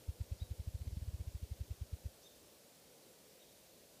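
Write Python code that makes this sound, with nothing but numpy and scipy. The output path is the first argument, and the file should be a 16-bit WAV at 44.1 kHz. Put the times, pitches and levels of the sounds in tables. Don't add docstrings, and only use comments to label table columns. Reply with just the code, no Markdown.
import sys
import numpy as np
from scipy import signal
from scipy.io import wavfile
from scipy.ndimage import uniform_filter1d

SR = 44100
rng = np.random.default_rng(int(sys.argv[2]) if len(sys.argv) > 2 else 0)


def file_out(sig):
    cols = np.atleast_2d(sig).T
    lim = np.clip(cols, -1, 1)
    pcm = np.round(lim * 32767).astype(np.int16)
    wavfile.write(sys.argv[1], SR, pcm)


def magnitude_from_level(level_db):
    exponent = np.asarray(level_db, float) / 20
    return 10 ** exponent


N = 176400

# frequency_hz, density_db
HUSH_SPECTRUM = [(53, -38), (90, -9.5), (151, -3.5), (282, -3.5), (502, -2), (758, -10), (1350, -17),
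                 (1500, -19.5), (1950, -40), (3300, -120)]
# frequency_hz, density_db
HISS_SPECTRUM = [(880, -44), (1500, -4), (1860, -3), (3040, -1), (4710, 0.5), (14100, -3.5), (15200, -2)]
# time_s, level_db
GUST_STRENGTH = [
    (2.2, -81.5),
    (2.544, -79),
    (2.596, -91),
    (2.906, -80),
    (2.966, -96),
    (3.182, -80),
    (3.402, -88),
    (3.928, -82),
    (4.0, -96),
]
# start_s, length_s, level_db, held_pitch_hz, upward_slide_hz
CHIRPS = [
    (.395, .039, -59.5, 3870, 900),
    (2.231, .049, -61, 3740, 800),
    (3.395, .039, -65.5, 3780, 100),
    (2.224, .055, -67, 6300, 2900),
    (2.276, .012, -69, 4350, 1100),
    (.382, .026, -67, 5000, 1100),
    (3.399, .016, -69, 6050, 300),
]
TRUNK_ECHO_DB = [-12, -9, -7, -8, -4, -1, -6]
HILLSIDE_DB = [-11, -10, -2, -14, -14, -7, -14]
SAG_HZ_PER_S = [0, 2000, 300, 0, 0, 0, 0]
WOBBLE_HZ = [25, 35, 35, 40, 80, 300, 40]
SWELL_POWER = [.5, 1.0, .8, 0, 0, 0, 0]
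END_DROP_HZ = [100, 500, 1100, 100, 0, 0, 0]
# start_s, clap_db, pitch_hz, suction_db (against the clap)
BEATS = [(0.09, -29.6, 75.3, -2.0), (0.2101, -29.6, 76.1, -1.5), (0.3198, -29.8, 73.4, -2.9),
         (0.421, -30.7, 72.7, -2.3), (0.5135, -31.1, 74.5, -3.0), (0.5993, -32.4, 72.0, -2.0),
         (0.6772, -31.1, 74.4, -1.7), (0.7491, -31.3, 73.2, -2.4), (0.8141, -31.1, 76.3, -7.0),
         (0.8733, -29.4, 72.7, -7.7), (0.9258, -32.3, 72.5, -5.6), (0.9723, -32.7, 71.6, -0.4),
         (1.0222, -33.3, 68.3, -2.0), (1.0803, -29.9, 74.8, -6.8), (1.1415, -31.2, 74.1, -5.8),
         (1.2061, -32.1, 71.8, -5.0), (1.2766, -32.1, 72.2, -3.4), (1.3509, -32.4, 68.6, -1.9),
         (1.431, -32.9, 71.2, -1.4), (1.5173, -32.0, 69.7, -2.8), (1.6107, -31.2, 71.2, -2.8),
         (1.7109, -32.1, 70.7, -2.5), (1.8181, -32.3, 72.3, -2.3), (1.9334, -31.5, 73.2, -2.4),
         (2.0587, -31.9, 71.6, -2.6)]

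SLIDE_S, CHIRP_FALL_S, UPPER_FADE_DB = 0.0065, 0.0025, -11
WINDUP_S, WINDUP_WIDE_S, WINDUP_DB = -0.0046, 0.0034, -11.1
SUCK_S, SUCK_WIDE_S, SUCK_SPREAD = -0.0002, 0.00123, 1.19
CLAP_START_S, CLAP_RISE_S, CLAP_DECAY_S = 0.00285, 0.00326, 0.008
WAKE_HZ, WAKE_WIDTH_HZ, WAKE_DB, WAKE_RISE_S, WAKE_FALL_S = 87.4, 110, -26.5, 0.014, 0.025
WAKE_DB_PER_RATE, SLOW_RATE = 0.22, 9.8
CALM_S = 0.0041
EARLY_WAKE_DB = -62
FLUTTER_HZ, FLUTTER_WIDTH_HZ, FLUTTER_DB = 170.7, 38, -45.5
FLUTTER_DB_PER_RATE, FLUTTER_S = 2, 0.0067
SWISH_LO_HZ, SWISH_HI_HZ, SWISH_DB, SWISH_S, SWISH_WIDE_S = 1440, 4800, -38, 0.003, 0.0055
BOOM_DB, BOOM_T60_S = -22.5, 0.5


def evened(x):
    return x / np.sqrt(np.mean(x ** 2) + 1e-20)


def add(mix, start_s, sound):
    part = mix[max(round(start_s * SR), 0):][:len(sound)]
    part += sound[:len(part)]


def bump(t, at, wide):
    return np.exp(-0.5 * ((t - at) / wide) ** 2)


def resonant_noise(hz, width_hz):
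    radius = np.exp(-np.pi * width_hz / SR)
    poles = [1, -2 * radius * np.cos(2 * np.pi * hz / SR), radius ** 2]
    once = signal.lfilter([1, -1], poles, rng.standard_normal(N))
    return evened(signal.lfilter([1, -1], poles, once))


def coloured_air(spectrum, patchy_db, swell_db):
    frames, hz = N // 512 + 5, np.fft.rfftfreq(2048, 1 / SR)
    real, imaginary, patches = rng.standard_normal((frames, 1025, 3)).T
    patches = uniform_filter1d(patches, size=14, axis=0)
    patches = evened(uniform_filter1d(patches, size=8, axis=1))
    swell = evened(uniform_filter1d(rng.standard_normal(frames), size=30))
    f, db = np.transpose(spectrum)
    colour_db = np.interp(np.log(hz + 1), np.log(f + 1), db, left=-99, right=-99)
    level_db = colour_db[:, None] + patchy_db * patches + swell_db * swell
    bins = (real + 1j * imaginary) * magnitude_from_level(level_db)
    return evened(signal.istft(bins, nperseg=2048, noverlap=1536)[1][:N])


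def hiss():
    return magnitude_from_level(-66) * coloured_air(HISS_SPECTRUM, 0.74, 0.054)


def hush():
    return magnitude_from_level(-68) * coloured_air(HUSH_SPECTRUM, 1.27, 0.76)


def gusts():
    lumps = uniform_filter1d(rng.standard_normal(N), size=3000)
    lumps = evened(uniform_filter1d(lumps, size=3000))
    strength_db = np.interp(np.arange(N) / SR, *np.transpose(GUST_STRENGTH))
    rushing = magnitude_from_level(-73) * resonant_noise(522, 187)
    return magnitude_from_level(2 + strength_db + 2.5 * lumps) * resonant_noise(55, 70) + rushing


def trunk_echo(x, t60_s, share):
    t = np.arange(SR) / SR
    present = (rng.random(SR) < share) * (t > 0.01)
    taps = rng.standard_normal(SR) * present * magnitude_from_level(-60 * t / t60_s)
    return signal.fftconvolve(x, taps / np.linalg.norm(taps))[:N]


def hillside(x):
    t = np.arange(SR // 4) / SR
    taps = rng.standard_normal(len(t)) * (rng.random(len(t)) < 0.01) * bump(t, 0.07, 0.028)
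    return signal.fftconvolve(x, taps / np.linalg.norm(taps))


def birds():
    out = np.zeros(N)
    for k, (start_s, length_s, level_db, hz, slide_hz) in enumerate(CHIRPS):
        t = np.arange(0, length_s, 1 / SR)
        wobble = evened(uniform_filter1d(rng.standard_normal(SR), size=80))[:len(t)]
        pitch = hz - slide_hz * np.exp(-t / SLIDE_S) - SAG_HZ_PER_S[k] * t
        pitch += WOBBLE_HZ[k] * wobble
        pitch -= END_DROP_HZ[k] * np.exp((t - length_s) / CHIRP_FALL_S)
        if SWELL_POWER[k]:
            shape = (t / length_s) ** SWELL_POWER[k]
        else:
            shape = np.minimum(t / CHIRP_FALL_S, 1) * magnitude_from_level(UPPER_FADE_DB * t / length_s)
        shape = shape * np.clip((length_s - t) / CHIRP_FALL_S, 0, 1)
        tone = np.sin(2 * np.pi * np.cumsum(pitch) / SR)
        note = np.sqrt(2) * magnitude_from_level(level_db) * shape * tone
        add(out, start_s, note)
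        add(out, start_s, magnitude_from_level(TRUNK_ECHO_DB[k]) * trunk_echo(note, 0.4, 0.036))
        add(out, start_s, magnitude_from_level(HILLSIDE_DB[k]) * hillside(note))
    return out


def thump(t, hz, suck_db):
    u = t - CLAP_START_S
    onset = (1 + np.tanh(u / CLAP_RISE_S)) / 2
    clap = np.sin(2 * np.pi * hz * u) * bump(t, 0, CLAP_DECAY_S) * onset
    push = magnitude_from_level(WINDUP_DB) * bump(t, WINDUP_S, WINDUP_WIDE_S)
    dip = magnitude_from_level(suck_db) * bump(t, SUCK_S, SUCK_WIDE_S * magnitude_from_level(-SUCK_SPREAD * suck_db))
    return clap + push - dip


def wings():
    thumps, wake, swish, flutter = np.zeros((4, N))
    lead = 0.05
    t = np.arange(-lead, 0.2, 1 / SR)
    times = np.array([row[0] for row in BEATS])
    for (start_s, clap_db, hz, suck_db), rate in zip(BEATS, 1 / np.gradient(times)):
        at, haste = start_s - lead, rate - SLOW_RATE
        add(thumps, at, magnitude_from_level(clap_db) * thump(t, hz, suck_db))
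        stir = np.where(t < 0, bump(t, 0, WAKE_RISE_S), np.exp(-t / WAKE_FALL_S))
        stir = stir * (1 - 0.39 * bump(t, CLAP_START_S, CALM_S))
        add(wake, at, magnitude_from_level(clap_db + WAKE_DB + WAKE_DB_PER_RATE * haste) * stir)
        add(swish, at, magnitude_from_level(clap_db + SWISH_DB) * bump(t, SWISH_S, SWISH_WIDE_S))
        flutter_db = clap_db + FLUTTER_DB + FLUTTER_DB_PER_RATE * haste
        add(flutter, at, magnitude_from_level(flutter_db) * bump(t, 0, FLUTTER_S))
    add(wake, 0, magnitude_from_level(EARLY_WAKE_DB) * np.exp(-(t + lead) / WAKE_FALL_S))
    eddies = wake * resonant_noise(WAKE_HZ, WAKE_WIDTH_HZ)
    eddies += flutter * resonant_noise(FLUTTER_HZ, FLUTTER_WIDTH_HZ)
    boom = magnitude_from_level(BOOM_DB) * trunk_echo(thumps, BOOM_T60_S, 0.36)
    band = signal.butter(2, [SWISH_LO_HZ, SWISH_HI_HZ], "bandpass", fs=SR, output="sos")
    feathers = swish * evened(signal.sosfilt(band, rng.standard_normal(N)))
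    return thumps + boom + eddies + feathers


def scene():
    return (hush() + gusts() + birds() + wings())[None]


def low_pass(x):
    return signal.sosfilt(signal.butter(12, 15390, fs=SR, output="sos"), x)


def record(dry):
    low_cut = signal.butter(2, 25, "highpass", fs=SR, output="sos")
    mix = signal.sosfilt(low_cut, dry + hiss())
    return low_pass(mix)


dry = scene()
out = record(dry)
file_out(out)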